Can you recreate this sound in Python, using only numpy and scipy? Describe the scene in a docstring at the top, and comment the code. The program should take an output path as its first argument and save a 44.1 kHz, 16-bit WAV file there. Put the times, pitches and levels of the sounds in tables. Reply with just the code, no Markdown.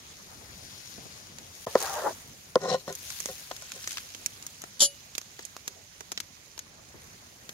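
"""Chopping board by the fire pit

Hands work beside an outdoor fire pit, heard by two spaced microphones.
A cleaver knocks on a wooden board (damped wood tones), then slides and scoops up sliced onion (rough slips).
It rattles on metal (ringing steel tones); slices patter and tick (tiny clicks and short noise bursts).
Fat sizzles at first and sleeves rustle (crackling noise) over soft bumps and a low outdoor rumble.
Early on, the sound drops out for a moment."""
import sys
import numpy as np
from scipy import signal
from scipy.fft import rfft, irfft, next_fast_len
from scipy.io import wavfile

SR = 44100
rng = np.random.default_rng(int(sys.argv[2]) if len(sys.argv) > 2 else 0)


def store_pcm(level_fs):
    """Save levels as 16-bit WAV."""
    pcm = np.round(np.clip(level_fs, -1, 1) * 32767).astype(np.int16)
    wavfile.write(sys.argv[1], SR, np.atleast_2d(pcm).T)


N = 332073

SPACING_MS, FULL_SIDE_DB = 0.42, 3.5    # longest lag between microphones; level difference that nears it


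def amp(db):
    """Turn dB into a plain gain."""
    return 10 ** (np.asarray(db) / 20)


def rms_one(x):
    """Scale to an average strength (rms) of 1."""
    return x / np.sqrt(np.mean(x ** 2) + 1e-20)


def in_time(rows):
    """Draw straight lines between table rows, one value per sample for each column."""
    times_s, *columns = np.transpose(rows)
    return [np.interp(np.arange(N) / SR, times_s, column) for column in columns]


def stroke(rows):
    """Gain that follows a level curve and is silent outside it."""
    times_s, levels_db = np.transpose(rows)
    return amp(np.interp(np.arange(N) / SR, times_s, levels_db, left=-200, right=-200))


def at_hz(points, hz):
    """Read a table by pitch, on a log axis as the ear hears pitch."""
    table = np.array(points)
    return np.interp(np.log(hz), np.log(table[:, 0]), table[:, 1])


def band(x, low_hz, high_hz):
    """Keep only the pitches between two limits."""
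    sos = signal.butter(2, [low_hz, high_hz], "band", fs=SR, output="sos")
    return signal.sosfilt(sos, x + 1e-18)


def drift(rate_hz):
    """Slow random wandering with a spread of 1, worked out every 40 samples."""
    r = np.exp(-80 * np.pi * rate_hz / SR)
    noise = rng.standard_normal(N // 40 + 2002)
    slow = signal.lfilter([1], [1, -2 * r, r * r], noise)[2000:]    # skip the start-up
    return np.interp(np.arange(N) / 40, np.arange(len(slow)), rms_one(slow))


def resonate(x, hz, width_hz):
    """Ring at one pitch like a struck object; a narrow width rings longer; gain 1 at the peak."""
    r = np.exp(-np.pi * width_hz / SR)
    feed = np.array([1, 0, -1]) * (1 - r * r) / 2
    return signal.lfilter(feed, [1, -2 * r * np.cos(2 * np.pi * hz / SR), r * r], x + 1e-18)


def body(x, peaks, damping=1):
    """An object's tones side by side, with alternating signs; damping widens and so shortens them."""
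    return sum((-1) ** k * amp(db) * resonate(x, hz, width_hz * damping)
               for k, (hz, width_hz, db) in enumerate(peaks))


def grains(per_s, spread_db, size):
    """Random clicks of uneven strength, scaled to rms 1."""
    strength = amp(spread_db * np.minimum(rng.exponential(1, size), 5))
    signed = strength * rng.choice([-1, 1], size)
    return rms_one(signed * (rng.random(size) < per_s / SR))


def pair(near, other, alike):
    """Mix two signals into a left and right that are partly the same."""
    share = np.clip(alike, -1, 1)
    common = np.sqrt(1 + share) * near
    opposed = np.sqrt(1 - share) * other * np.array([[1], [-1]])
    return (common + opposed) / np.sqrt(2)


def lead(stereo, ms):
    """Delay the right side (or the left, if negative)."""
    late = int(ms > 0)
    out = stereo.copy()
    out[late] = np.roll(stereo[late], round(abs(ms) * SR / 1000))
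    return out


# tones of the wooden board, for knocks and scoops: (f/Hz, undamped width/Hz, relative level/dB)
BOARD_TONES = [(171, 29, -6.5), (391, 21, -4), (519, 32, 1), (750, 40, -6.5), (1034, 43, -7.5),
               (1455, 65, -15), (1875, 82, -13.5)]
# blows on the board: (t/s, peak level before left-right tilt/dB, damping factor [at least 0.5 is used],
#                      settling share [ratio], lowest f stirred/Hz, highest f stirred/Hz)
KNOCK_BLOWS = [(1.668, -19, 4.6, 0.07, 166, 980), (1.7536, -4.5, 3.1, 0.05, 324, 1720),
               (2.5556, -7.5, 1.8, 0.096, 165, 1180), (2.653, -23, 2, .05, 250, 1200),
               (2.743, -17, 1.8, 0.055, 250, 1200), (2.878, -23.5, 3, 0.046, 220, 1300),
               (3.287, -30, 0.82, 0.04, 460, 1780), (3.51, -25, 1.1, 0.078, 670, 1810),
               (3.623, -41.5, 0.75, 0.069, 450, 1800)]


def knocks():
    """A soft push sets the board's tones ringing, damped by the blade that stays on it."""
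    length = round(.12 * SR)
    t = np.arange(length) / SR
    noise = rng.standard_normal((len(KNOCK_BLOWS), 2, length))
    out = np.zeros((2, N + length))
    for (s, peak_db, damping, share, low_hz, high_hz), settle in zip(KNOCK_BLOWS, noise):
        push = (t == 0) + share * pair(*settle, 0.91) * np.exp(-t / 0.0067)    # the blow, then the blade settles
        soft = signal.sosfilt(signal.butter(3, high_hz, fs=SR, output="sos"), push)
        ring = band(body(soft, BOARD_TONES, max(damping, .5)), low_hz, 2500)
        edge_crack = 0.0042 * band(settle * np.exp(-t / .002), 3000, 6500)
        knock = ring + edge_crack
        at = round(s * SR)
        out[:, at:at + length] += amp(peak_db) * lead(-knock / np.abs(knock).max(), .1) * amp([[.7], [-.7]])
    return out[:, :N]


SCOOP_RISE_DB_PER_S, SCOOP_FALL_DB_PER_S = 906, 750    # into and out of contact


def scoop_gain(column, swell_db_per_s):
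    """Each scoop rises fast, swells while it pushes, then falls away."""
    t, out = np.arange(N) / SR, 0
    for row in SCOOP_PUSHES:
        start_s, push_s = row[:2]
        since, left = t - start_s, start_s + push_s - t
        rise_db = SCOOP_RISE_DB_PER_S * np.maximum(-since, 0)
        swell_db = swell_db_per_s * np.clip(left, 0, abs(push_s))
        fall_db = SCOOP_FALL_DB_PER_S * np.maximum(-left, 0)
        loss_db = rise_db + swell_db + fall_db
        out = out + amp(row[column] - np.minimum(loss_db, 200))
    return out


WOOD_SWELL_DB_PER_S, EDGE_SWELL_DB_PER_S = 46, 113    # the load grows during the push
EDGE_FOCUS_DB = 43    # loss one octave away from the edge pitch
# the flat blade scoops: (t/s, push length/s, wood level at end of push/dB, wet edge level there/dB, edge f/Hz)
SCOOP_PUSHES = [(2.617, 0.039, -32, -39, 5600), (2.682, 0.024, -29.5, -37, 5200),
                (2.717, 0.03, -27.5, -34, 4100), (2.786, 0.023, -65, -48.5, 4620),
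                (2.886, 0.014, -34.5, -41.5, 4900), (3.294, 0.0026, -41.5, -44, 5000),
                (3.755, 0.0069, -47, -49, 5000)]
# tones of the wet edge: (f/Hz, width/Hz, relative level/dB)
EDGE_TONES = [(3080, 660, 4), (4100, 460, 2), (5380, 400, -0.5), (6250, 320, -6.5)]


def scoops():
    """Uneven slips ring the board's tones; the wet edge grates above, coloured by the blade's angle."""
    slips = pair(*grains(3000, 2.6, size=(2, N)), 0.94)
    slips = slips * amp(1.9 * np.tanh(drift(35)))    # stick and slip in lumps
    pushed = slips * scoop_gain(column=2, swell_db_per_s=WOOD_SWELL_DB_PER_S)
    wood = body(pushed, BOARD_TONES) / np.std(body(slips, BOARD_TONES))
    grit = grains(2500, 3.45, size=(2, N)) * scoop_gain(column=3, swell_db_per_s=EDGE_SWELL_DB_PER_S)
    pitch_hz, = in_time([(s + push / 2, hz) for s, push, *_, hz in SCOOP_PUSHES])
    ragged = 0
    for hz, width_hz, db in EDGE_TONES:
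        off_pitch_db = EDGE_FOCUS_DB * np.log2(hz / pitch_hz) ** 2
        gain = amp(db - off_pitch_db + 4.1 * np.tanh(drift(25)))
        ragged = ragged + resonate(grit * gain, hz, width_hz)
    edge = amp(12.5) * band(ragged, 2650, 8700)
    return lead(band(wood, 91, 2310), .13) * amp([[1.5], [-.4]]) + edge * amp([[2.2], [-2.2]])


# the blade tilts up and back: pitch of the hollow at rest and at full tilt, middle and half-length of the tilt
DRAG_REST_HZ, DRAG_TILT_HZ, TILT_S, TILT_SPAN_S = 626, 840, 1.923, 0.12
# the blade's edge drags over the grain: (t/s, level/dB)
DRAG_LEVEL = [(1.665, -31), (1.69, -45), (1.735, -52), (1.77, -41), (1.85, -33), (1.89, -37), (2.03, -34),
              (2.07, -25), (2.095, -31), (2.13, -50)]


def drag():
    """Slips on the grain ring a hollow under the blade, whose pitch moves with the tilt."""
    span = slice(round(DRAG_LEVEL[0][0] * SR), round(DRAG_LEVEL[-1][0] * SR))
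    t = np.arange(N)[span] / SR
    tilt = np.clip(1 - ((t - TILT_S) / TILT_SPAN_S) ** 2, 0, 1)
    centre_hz = DRAG_REST_HZ + (DRAG_TILT_HZ - DRAG_REST_HZ) * tilt
    slips = pair(*grains(4000, 2.1, size=(2, len(centre_hz))), 0.65)
    sound = 0
    for hz in np.geomspace(400, 1900, 20):
        octaves = np.log2(hz / centre_hz)
        above_db = -9 * np.maximum(octaves, 0) ** 1.1
        below_db = -26 * np.maximum(-octaves, 0) ** 3.2
        gain = amp(above_db + below_db + 3.3 * drift(25.0)[span])
        sound = sound + gain * resonate(resonate(slips, hz, 69), hz, 69)
    out = np.zeros((2, N))
    out[:, span] = rms_one(sound) * amp([[.9], [-.9]])
    return stroke(DRAG_LEVEL) * out


CHATTER_ABOVE_HZ = 2930    # tones below this answer only to the hardest hit
# tones of the steel: (f/Hz, relative level/dB, time to fall by 60 dB/s)
STEEL_TONES = [(566, -2, 0.22), (2924, -1.5, 0.3), (3120, 4.5, 0.042), (3350, 1, 0.048),
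               (4290, -1.5, 0.042), (4615, -1, 0.09), (5430, -5, 0.1), (5907, -5, 0.08), (6550, 3, 0.06),
               (7110, 7, 0.06), (7300, 2, 0.082), (9080, -1, 0.067), (10370, 0.5, 0.12)]
# single hits on the steel: (t/s, relative level/dB)
STEEL_BLOWS = [(4.7944, -48), (4.8046, -36.5), (4.8203, -33.5)]
# quick chatter around the hits: (t/s, relative level/dB)
CHATTER_LEVEL = [(4.803, -53), (4.808, -57.5), (4.818, -58.5), (4.824, -54), (4.845, -59.5), (4.865, -71.5)]


def steel():
    """Hits and a short chatter ring the steel; each tone reaches the two sides differently."""
    start, length = round(4.78 * SR), round(.4 * SR)
    chatter = grains(12000, 3.1, size=N) * stroke(CHATTER_LEVEL)
    hits = np.zeros(N)
    for s, db in STEEL_BLOWS:
        hits[round(s * SR)] = amp(db)
    force = (chatter + hits)[start:start + length]
    hits = hits[start:start + length]
    hardest = hits * (hits == hits.max())
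    # many weaker tones crowd between the main ones
    hz, chance = np.geomspace(2950, 13500, 150), rng.standard_normal((150, 2))
    crowd_hz = hz * (1 + .006 * chance[:, 0])
    crowd_db = -9 - 5 * np.log2(hz / 5500) ** 2 + 2.5 * np.tanh(chance[:, 1])
    crowd = np.c_[crowd_hz, crowd_db, np.full(len(hz), .05)]
    ring, crack = 0, amp(18) * hits
    for hz, db, t60_s in [*STEEL_TONES, *crowd]:
        width_hz = np.log(1000) / np.pi / t60_s
        push = force if hz > CHATTER_ABOVE_HZ else hardest
        tone = amp(db) * resonate(push, hz, width_hz)
        tone = tone * SR / (np.pi * width_hz)    # before its level, a unit click rings at height 1
        lag_ms = 0.28 * rng.uniform(-0.75, 1) * min(hz / 6000, 1) ** 3
        ring = ring + rng.choice([-1, 1]) * lead(np.array([tone, tone]), lag_ms)
    low = band(ring, 280, 1170) + amp(28) * band(force, 120, 1400)    # lowest tone and dull contact
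    high = ring + crack
    for _ in range(3):    # steep edges: the steel is stiff, with little between low and high
        high = band(high, 2600, 15000)
    out = np.zeros((2, N))
    out[:, start:start + length] = (low + high) * amp([[.5], [-.5]])
    return out


TICK_T60_S = 0.026    # time for the splash to fall by 60 dB
# small wet ticks and taps, relative levels:
# (t/s, treble level/dB, middle level/dB, thud level/dB, left minus right level/dB)
TICK_EVENTS = [(1.385, -47.5, -50, -51, -5), (1.803, -36.5, -61, -62, -1), (1.826, -35.5, -58, -58, -0.5),
               (2.926, -44, -51, -68, 1.5), (2.952, -38.5, -58, -70.0, -0.5), (3.103, -41, -43.5, -68, -1),
               (3.203, -37, -49, -48, -7.5), (3.258, -37, -45, -39.5, -4.5), (3.514, -65, -43, -40.5, 3),
               (3.565, -45.5, -48.5, -70, 1.5), (3.622, -46, -76, -49, -1), (3.719, -43.5, -43.5, -79, 0),
               (3.842, -49, -46.5, -54, 0.5), (3.875, -38, -41, -44, 1.5), (3.893, -47, -54, -58, 5),
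               (3.908, -42, -43, -63, 4), (3.918, -40, -46, -62, 1), (3.929, -42.5, -51, -63, 1.5),
               (3.972, -50, -37.5, -51, 1.5), (3.981, -52, -38, -57, 0.5), (4.148, -46.5, -46.5, -44.5, -6),
               (4.261, -30.5, -39.5, -49, -5.5), (4.425, -47, -53, -65, -2.5),
               (4.466, -40, -58, -52.5, 4.5), (4.618, -42.5, -55, -55, -1.5),
               (4.639, -50, -55.5, -44.5, 7.5), (5.152, -40.5, -41.5, -48.5, -3),
               (5.18, -32.5, -37, -39.5, -7), (5.215, -54, -52, -49, -3.5), (5.392, -52, -49, -40.5, 1.5),
               (5.452, -43, -64, -80, -13), (5.566, -49, -53, -46, 0), (5.678, -35.5, -38.5, -41.5, -2.5),
               (6.007, -48, -53, -43.5, -8), (6.118, -38, -41, -40.5, 3), (6.124, -45, -53, -45, -3.5),
               (6.176, -46, -33.5, -41.5, -1.5), (6.202, -35.5, -37, -43, 3.5), (6.578, -50, -50, -47, 0.5),
               (6.591, -41.5, -43.5, -83, 3), (7.492, -45.5, -42, -48, 2)]
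# colouring of the ticks' treble: (f/Hz, width/Hz, relative level/dB)
TICK_TREBLE_COLOUR = [(4800, 1200, -19), (6620, 930, 7), (10800, 2100, -3), (13700, 690, -2)]


def ticks():
    """Each is a snap and a dying splash; the far microphone hears it later and weaker."""
    length = round(.06 * SR)
    t = np.arange(length) / SR
    noise = rng.standard_normal((len(TICK_EVENTS), 2, length))
    fall = amp(-60 * t / TICK_T60_S) + 2.4 * np.exp(-t / 0.000094)    # splash, then the snap
    fall[-40:] = 0    # room for the lag
    layers = np.zeros((3, 2, N + length))
    for (s, treble_db, middle_db, thud_db, pan_db), (near, other) in zip(TICK_EVENTS, noise):
        lag_ms = SPACING_MS * np.tanh(pan_db / FULL_SIDE_DB)
        burst = lead(pair(near, other, 0.6) * fall, lag_ms) * amp([[pan_db / 2], [-pan_db / 2]])
        at = round(s * SR)
        layers[:, :, at:at + length] += amp([treble_db, middle_db, thud_db])[:, None, None] * burst
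    treble, middle, thud = layers[:, :, :N]
    # the gains make up for the narrower bands
    bright = amp(13) * body(treble, TICK_TREBLE_COLOUR)
    return bright + amp(16.5) * band(middle, 1134, 5250) + amp(18.5) * band(thud, 213, 1880)


# loose slices crackle as they tumble: (t/s, relative level/dB)
PATTER_LEVEL = [(3.0, -91), (3.6, -46), (3.8, -45.5), (3.92, -43.5), (4.05, -51.5), (5.3, -64), (5.44, -46),
                (5.6, -76)]


def patter():
    """Sparse tiny clicks each ring briefly at one of ten pitches, each pitch in its own place."""
    clicks = grains(900, 3.0, size=N) * stroke(PATTER_LEVEL)
    pitches_hz, dealt = np.geomspace(1500, 8000, 10), rng.integers(0, 10, N)
    out = 0
    for k, hz in enumerate(pitches_hz):
        ring = amp(12) * resonate(clicks * (dealt == k), hz, hz / 11.2)
        out = out + lead(np.array([ring, ring]), 0.31 * rng.uniform(-1, 1))
    return out


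SIZZLE_LAG_MS = 0.39    # the right side hears it this much later
# fat sizzles over the embers: (t/s, relative level/dB)
SIZZLE_LEVEL = [(0.0, -66), (0.4, -59), (0.72, -51), (1.2, -56.5), (1.65, -65.5)]


def sizzle():
    """Fine dense crackle from one spot on the left, reaching that microphone first."""
    main = band(grains(9000, 2.2, size=N), 3500, 5700)
    top = amp(-6) * band(grains(9000, 2.2, size=N), 10000, 10800)
    fizz = rms_one(main + top)
    return stroke(SIZZLE_LEVEL) * lead(np.array([fizz, fizz]), SIZZLE_LAG_MS) * amp([[2.5], [-2.5]])


SHAKE_DB, SHAKE_HZ = -5, 170    # the hardest knock shakes the table: push before filtering, upper limit
# soft low bumps of handling: (t/s, relative level/dB)
BUMP_EVENTS = [(0.195, -34), (.98, -24.5), (1.055, -27), (6.943, -28)]


def bumps():
    """Short dull puffs of noise partly shared by both sides, and one low shake of the table."""
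    thrust = np.zeros(N)
    for s, db in BUMP_EVENTS:
        thrust[round(s * SR)] = amp(db)
    fading = signal.lfilter([1], [1, -np.exp(-1 / (0.014 * SR))], thrust)
    hardest_s = KNOCK_BLOWS[1][0]
    shake = band(amp(SHAKE_DB) * (np.arange(N) == round(hardest_s * SR)), 12, SHAKE_HZ)
    return band(pair(*rng.standard_normal((2, N)), 0.21) * fading, 69, 560) + shake


def colour(x, spectrum):
    """Make some pitches louder than others, following a table; rms 1."""
    size = next_fast_len(N)
    hz = np.maximum(np.arange(size // 2 + 1) * SR / size, 1)
    return rms_one(irfft(rfft(x, size) * amp(at_hz(spectrum, hz)), size)[..., :N])


def flickering(white, edges_hz, likeness, patchy_db):
    """Split noise into stereo bands, each with its own flicker and left-right likeness."""
    out, together = 0, drift(2.06)
    for k, (low_hz, high_hz) in enumerate(zip(edges_hz, edges_hz[1:])):
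        mid, side = band(white[k % 2], low_hz, high_hz)
        flicker = amp(patchy_db * (0.43 * together + drift(18.0)))
        out = out + flicker * pair(mid, side, at_hz(likeness, np.sqrt(low_hz * high_hz)))
    return out


RUSTLE_LIKENESS = 0.15    # once the lag between the sides is allowed for
# slow changes, for rustle and rumble: (t/s, rumble level/dB, rustle left minus right level/dB)
SLOW_LEVELS = [(0.1, -53.5, 0), (0.6, -51.5, 7), (1.5, -54, 3), (2.35, -53, -0.5), (3.1, -55, 3.5),
               (4.4, -56.5, -3), (6.4, -57.5, -6.5), (7.2, -54.5, -3)]
# sleeves and hands moving: (t/s, rustle level below 8 kHz/dB, level above 8 kHz relative to that/dB)
SLEEVE_MOTION = [(0.0, -49.5, -9), (0.35, -53, -4), (0.9, -49, -7), (1.35, -53, -6.5), (1.72, -46.5, -3.5),
                 (1.81, -37.5, -4), (2.08, -45.5, -3), (2.2, -51.5, -3.5), (2.55, -54, -4),
                 (2.85, -54, -2.5), (3.1, -43.5, -2), (3.3, -44, -1), (3.6, -50, -5), (3.92, -45.5, -3.5),
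                 (4.1, -49.5, -6.5), (4.38, -51.5, -4), (4.72, -53, -6), (5.55, -52.5, -7.5),
                 (5.85, -54.5, -8), (6.75, -55.5, -9), (7.45, -52.5, -4.5)]
# colour of the rustle: (f/Hz, relative level per Hz/dB)
RUSTLE_COLOUR = [(410, -39.5), (700, -16), (2080, -3.5), (4050, -1), (5300, -0.5), (6600, 3), (7300, -3.5),
                 (7800, -9.5), (10100, -7), (11700, -9.5), (16000, -13.5)]


def rustle():
    """Cloth rubs as many grains on hiss; livelier motion is crisper and the nearer side hears it first."""
    _, pan_db = in_time(SLOW_LEVELS)
    rustle_db, top_db = in_time(SLEEVE_MOTION)
    crisp = 0.48 * amp(0.44 * (rustle_db + 52.5))
    hiss = rng.standard_normal((2, 2, N))
    cloth = (hiss + crisp * grains(700, 5.4, size=(2, 2, N))) / np.sqrt(1 + crisp ** 2)
    patchy = flickering(cloth, np.geomspace(600, 19000, 14), [(1, RUSTLE_LIKENESS)], patchy_db=1.46)
    rub = colour(patchy, RUSTLE_COLOUR)
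    low = signal.sosfiltfilt(signal.butter(5, 8000, fs=SR, output="sos"), rub)
    rub = amp(rustle_db) * rms_one(low) + amp(rustle_db + top_db) * rms_one(rub - low)
    placed = np.where(pan_db > 0, lead(rub, SPACING_MS), lead(rub, -SPACING_MS))
    return placed * amp([pan_db / 2, -pan_db / 2])


# colour of the rumble: (f/Hz, relative level per Hz/dB)
RUMBLE_COLOUR = [(15, -55.5), (25, -15), (87, 1.5), (150, -1.5), (324, -8), (674, -9.5), (2500, -15),
                 (3250, -52), (5500, -120)]
# how alike the rumble is on both sides: (f/Hz, left-right likeness [-1 to 1])
RUMBLE_LIKENESS = [(60, 0.92), (180, 0.84), (550, 0.2), (1650, -0.25), (15000, -0.05)]


def rumble():
    """Low outdoor noise whose bands waver; its deepest part is nearly the same on both sides."""
    rumble_db, _ = in_time(SLOW_LEVELS)
    noise = rng.standard_normal((2, 2, N))
    wavering = flickering(noise, np.geomspace(20, 3600, 12), RUMBLE_LIKENESS, patchy_db=2.5)
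    return amp(rumble_db) * colour(wavering, RUMBLE_COLOUR)


def scene():
    """All sources together."""
    cleaver = knocks() + scoops() + drag() + steel()
    slices = ticks() + patter()
    return cleaver + slices + sizzle() + bumps() + rustle() + rumble()


DROPOUT_START_S, DROPOUT_END_S = 1.653, 1.6645
CUTOFF_HZ = 15750


def record(dry):
    """The sound drops briefly to a hundredth of its strength; the top is cut."""
    t = np.arange(N) / SR
    outside_s = np.maximum(DROPOUT_START_S - t, t - DROPOUT_END_S)
    present = np.clip(outside_s / 0.00019, .01, 1)    # quick ramps at both ends
    top_cut = signal.ellip(10, .5, 70, CUTOFF_HZ, fs=SR, output="sos")
    return signal.sosfilt(top_cut, dry * present)


dry = scene()
out = record(dry)
store_pcm(out)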